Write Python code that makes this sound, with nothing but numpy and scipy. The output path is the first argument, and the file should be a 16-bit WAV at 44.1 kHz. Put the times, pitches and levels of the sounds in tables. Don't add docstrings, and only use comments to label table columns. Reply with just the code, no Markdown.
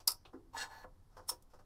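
import sys
import numpy as np
from scipy import signal
from scipy.fft import rfft, irfft, next_fast_len
from scipy.io import wavfile
from scipy.ndimage import map_coordinates

SR = 44100
rng = np.random.default_rng(int(sys.argv[2]) if len(sys.argv) > 2 else 0)


def unload_wav(signal):
    wavfile.write(
        sys.argv[1],
        SR,
        np.round(np.clip(np.atleast_2d(signal).T, -1, 1) * 32767).astype(np.int16),
    )


N = 72765
TIME = np.arange(N) / SR

SNAP_HITS = [(0.0725, -35.5, 0.0012), (0.0752, -16, 0.0009), (0.079, -30.5, 0.001), (0.089, -36.5, 0.0008),
             (.1043, -34.5, 0.0005), (0.1162, -34, 0.0004)]
# (frequency [Hz], gain [dB])
CRACK_EQ = [(1500, -44), (3070, -32.5), (3630, -16.5), (5200, -6), (6570, -16), (11100, -6), (12100, -18),
            (13800, -7), (15500, -24)]
MOUNTING_EQ = [(200, -22), (480, -4), (800, -2.5), (1000, -6), (1300, 6.5), (1750, -13), (2700, -6.5),
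               (4000, -25)]
SKID_EQ = [(250, -26), (700, -9), (1200, -7), (1750, -16.5), (2550, -20), (3400, -11), (4500, -12.5),
           (5370, -2.5), (6800, -9.5), (9700, 1.5), (12000, -8.5), (14600, -9), (17000, -12.5)]
# (frequency [Hz], gain [dB], t60 [s])
BRACKET_MODES = [(4540, -9, .08), (4785, -4, .1), (4970, -7, .08), (5220, -1, .09), (5395, 1, .1),
                 (5680, -7, .1), (11180, -10, .06), (11400, -10, .06)]
SHIELD_MODES = [(957, 0, .09), (1065, -9, .07), (1280, -6, .08)]
BLADE_MODES = [(5355, 0, .028), (5725, -14, .06), (9740, -13, .03)]
PANEL_MODES = [(264, -2, .22), (329, 1, .16), (377, -5, .17), (415, -9, .18), (495, -10, .18)]

# (time [s], low [dB], mid [dB], high [dB])
SCRAPE_FADERS = [(0.528, -69, -87, -76), (0.537, -56, -82, -63), (0.552, -49, -61, -60),
                 (0.569, -46, -47.5, -50), (0.579, -53, -51, -39), (0.594, -50, -49, -40.5),
                 (0.622, -50.5, -44, -39), (0.642, -51, -47, -46), (0.685, -61.5, -75, -70),
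                 (0.715, -56, -59.5, -63), (0.826, -59, -64, -88), (0.843, -57.5, -57, -86),
                 (0.869, -100, -107, -113)]
# (frequency [Hz], gain [dB])
LOW_RUB_EQ = [(150, -55), (255, -6), (340, -21.5), (520, -5.5), (640, -14), (900, -2), (1150, -18.5),
              (1500, -32.5)]
MID_RUB_EQ = [(700, -46), (1200, -0.5), (1550, 7), (1900, 2), (2300, -44), (4000, -26)]
HIGH_RUB_EQ = [(1180, -29), (2000, -1), (2500, -30), (2840, -20), (3100, 1), (4360, -8.5), (4590, 1.5),
               (8010, -11), (15500, -39)]
# (frequency [Hz], width [Hz], gain [dB])
LOW_PEAKS = [(812, 25, -2), (905, 45, 0), (1010, 40, -7)]
MID_PEAKS = [(1320, 40, -9), (1484, 35, -2), (1610, 70, -5), (1740, 27, -4), (1905, 35, -5)]
HIGH_PEAKS = [(2780, 70, -8), (3760, 79, -9), (4250, 70, -1), (5390, 45, -7), (5730, 60, -9),
              (6940, 78, -10), (7950, 120, -7)]
SQUEAK_PEAKS = [(4370, 200, 0), (5650, 350, -10), (11700, 900, -17)]
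# (time [s], pitch [Hz], level [dB])
BITES = [(.546, 925, -41), (.568, 890, -46), (.592, 812, -43)]

# (time [s], level [dB], attack [s], t60 [s], edge gain [dB], hollow gain [dB])
KNOCK_HITS = [(.001, -59.5, 0.0013, 0.087, 0.5, -9.5), (0.25, -57.5, 0.0019, 0.16, -13, -5.5),
              (0.331, -54.5, 0.0012, 0.16, -22.5, -1), (0.842, -43, 0.0047, 0.064, -35, -2),
              (1.088, -62.5, 0.11, 0.9, -8, -1), (1.166, -50, 0.0036, 0.14, -11.5, -8),
              (1.193, -45.5, 0.0048, 0.06, -30, -4.5), (1.31, -49.5, 0.0065, 0.11, -2.5, 6.5),
              (1.498, -69, 0.0075, 0.2, -3, 1), (1.533, -55.5, 0.0051, 0.14, -11.5, 0.5),
              (1.588, -52.5, 0.0065, 0.092, -13.5, -14)]
# (frequency [Hz], gain [dB])
KNOCK_BODY_EQ = [(110, -43), (180, -13.5), (382, -3), (500, -4.5), (610, -5.5), (760, -1), (872, -5),
                 (992, -2), (1410, -8), (2030, -22), (2480, -50), (6600, -47)]
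KNOCK_EDGE_EQ = [(1000, -25), (2500, -5), (4000, -7), (5400, 2.5), (6500, -6.5), (10000, -11),
                 (15000, -16.5)]
# (time [s], level [dB], t60 [s], centre [Hz], width [octaves])
PLASTIC_TICKS = [(.2505, -56.5, 0.098, 3090, 0.35), (1.423, -61, 0.032, 8600, 1)]

# (frequency [Hz], t60 [s])
GARAGE_DECAY = [(200, 0.48), (1200, 0.13), (5000, 0.11), (14000, 0.12)]
# (frequency [Hz], gain [dB])
HISS_EQ = [(71, -33.5), (120, -5.5), (519, -20.5), (955, -20), (2590, -36.5), (3510, -34.5), (5270, -34),
           (6600, -37.5), (10500, -37), (14000, -40), (15500, -47)]
RUMBLE_EQ = [(8, -9), (20, 1), (35, -4.5), (55, -16), (110, -18), (180, -37), (400, -66.5)]

SHARP_ATTACK_S, RING_ATTACK_S = .0008, .002
BUZZ_PER_S, BUZZ_RAD, BUZZ_FULL_HZ = 110, .5, 1500


def clip_snaps():
    rattle = np.zeros(N)
    for start, db, attack in SNAP_HITS:
        crack = noise(CRACK_EQ) * strike(start, attack, t60=.03)
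        ping = ring([(5200, 2, .018)], start + .0026, attack)
        bracket = amp(-19.5) * ring(BRACKET_MODES, start, attack)
        shimmer = noise_burst(start, db=-38, t60=.3, centre_hz=5200, octaves=.16)
        mounting = amp(-22.5) * noise(MOUNTING_EQ) * strike(start, attack=.004, t60=.1)
        shield = amp(-25) * ring(SHIELD_MODES, start, RING_ATTACK_S)
        rattle += amp(db) * (crack + ping + bracket + shimmer + mounting + shield)
    return rattle


def blade_slip(start=1.2899, end=1.301, creep_db_per_s=2000):
    def skid(t60):
        return (1 - np.exp(-since(start) / SHARP_ATTACK_S)) * decay(since(end), t60)

    creep = (TIME < start) * amp(-4 - creep_db_per_s * np.abs(start - TIME))
    friction = noise(SKID_EQ) * (creep + skid(t60=.03))
    blade = sum(amp(db) * skid(t60) * tone(hz, BUZZ_RAD) for hz, db, t60 in BLADE_MODES)
    shield = ring(SHIELD_MODES, start, RING_ATTACK_S)
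    return amp(-35) * (friction + amp(2) * blade + amp(-2) * shield)


def blade_scrape():
    times, *faders = np.transpose(SCRAPE_FADERS)
    low, mid, high = (amp(np.interp(TIME, times, db, left=-120, right=-120)) for db in faders)
    drag = (low * friction_band(LOW_RUB_EQ, LOW_PEAKS, rub_db=-7.5, ring_db=-2.5)
            + mid * friction_band(MID_RUB_EQ, MID_PEAKS, rub_db=-9.5, ring_db=-4.5)
            + high * friction_band(HIGH_RUB_EQ, HIGH_PEAKS, rub_db=-11, ring_db=-7.5))
    bites = sum(ring([(hz, db, .11)], start, RING_ATTACK_S) for start, hz, db in BITES)
    squeal = mid * tone(hz=1721, blur_rad=BUZZ_RAD)
    return drag + bites + squeal


def friction_band(eq, peaks, rub_db, ring_db):
    return amp(rub_db) * equalised(grains(), eq) + amp(ring_db) * resonate(grains(), peaks)


def grains(per_s=1800, spread_db=2):
    slips = rng.random(N) < per_s / SR
    return slips * amp(spread_db * rng.standard_normal(N)) * rng.choice([-1, 1], N)


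def tip_squeak(start=.70, end=.85, fade_s=.035):
    fade = np.clip(np.minimum(TIME - start, end - TIME) / fade_s, 0, 1)
    return amp(-68) * fade * resonate(grains(), SQUEAK_PEAKS)


def underbody_knocks():
    knocks = np.zeros(N)
    for start, db, attack, t60, edge_db, hollow_db in KNOCK_HITS:
        contact = noise(KNOCK_BODY_EQ) + amp(edge_db) * noise(KNOCK_EDGE_EQ)
        hollow = ring([(513, hollow_db, .11)], start, attack)
        knocks += amp(db) * (contact * strike(start, attack, t60) + hollow)
    ticks = sum(noise_burst(*tick) for tick in PLASTIC_TICKS)
    thump = amp(-42) * ring(PANEL_MODES, start=.337, attack=.011)
    return knocks + ticks + thump


def garage_reverb(x, predelay_s=.0037):
    hz, t, spectrum = signal.stft(rng.standard_normal(SR // 2), SR, nperseg=256)
    spectrum *= decay(t, curve_at(GARAGE_DECAY, hz)[:, None])
    _, tail = signal.istft(spectrum, SR, nperseg=256)
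    delayed = np.pad(x, (int(predelay_s * SR), 0))
    return signal.fftconvolve(delayed, tail / np.linalg.norm(tail))[:N]


def room_tone(hum_hz=87, hum_width_hz=12, swells_per_s=8):
    swell_db = 1.5 * map_coordinates(rng.standard_normal(N), [TIME * swells_per_s])
    hum = filtered(rng.standard_normal(N), lambda hz: 1 / (1 + ((hz - hum_hz) / hum_width_hz) ** 2))
    hiss = amp(-73.5) * noise(HISS_EQ)
    rumble = amp(-63 + swell_db) * noise(RUMBLE_EQ)
    return hiss + rumble + amp(-70) * unit_rms(hum)


def ring(modes, start, attack):
    return sum(amp(db + rng.normal(0, 1)) * strike(start, attack, t60)
               * tone(hz, BUZZ_RAD * min(hz / BUZZ_FULL_HZ, 1)) for hz, db, t60 in modes)


def tone(hz, blur_rad):
    offsets = rng.standard_normal(int(N * BUZZ_PER_S / SR) + 4)
    wander = map_coordinates(offsets, [TIME * BUZZ_PER_S], order=1)
    return np.sin(2 * np.pi * (hz * TIME + rng.random()) + blur_rad * wander)


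def noise_burst(start, db, t60, centre_hz, octaves):
    band = filtered(rng.standard_normal(N),
                    lambda hz: np.exp(-.5 * (np.log2((hz + 1) / centre_hz) / octaves) ** 2))
    return amp(db) * unit_rms(band) * strike(start, SHARP_ATTACK_S, t60)


def resonate(x, peaks):
    def response(hz):
        return sum(amp(db) * 1j * hz * width / (centre ** 2 - hz ** 2 + 1j * hz * width)
                   for centre, width, db in peaks)
    return unit_rms(filtered(x, response))


def strike(start, attack, t60):
    t = since(start)
    return (1 - np.exp(-t / attack)) * decay(t, t60)


def decay(t, t60):
    return np.exp(-np.log(1000) * t / t60)


def since(start):
    return np.maximum(TIME - start, 0)


def noise(eq):
    return equalised(rng.standard_normal(N), eq)


def equalised(x, eq):
    return unit_rms(filtered(x, lambda hz: amp(curve_at(eq, hz))))


def filtered(x, response):
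    size = next_fast_len(N + SR // 2)
    return irfft(rfft(x, size) * response(np.fft.rfftfreq(size, 1 / SR)), size)[:N]


def curve_at(points, hz):
    frequencies, values = np.transpose(points)
    return np.interp(np.log(hz + 1), np.log(frequencies + 1), values)


def unit_rms(x):
    return x / np.sqrt(np.mean(x ** 2) + 1e-20)


def amp(db):
    return 10 ** (np.asarray(db) / 20)


def scene():
    work = clip_snaps() + blade_slip() + underbody_knocks() + blade_scrape() + tip_squeak()
    return (work + amp(-10) * garage_reverb(work) + room_tone())[None]


def record(dry):
    cutoff_hz = 15800
    return filtered(dry[0], lambda hz: 1 / (1 + (hz / cutoff_hz) ** 120))[None]


dry = scene()
out = record(dry)
unload_wav(out)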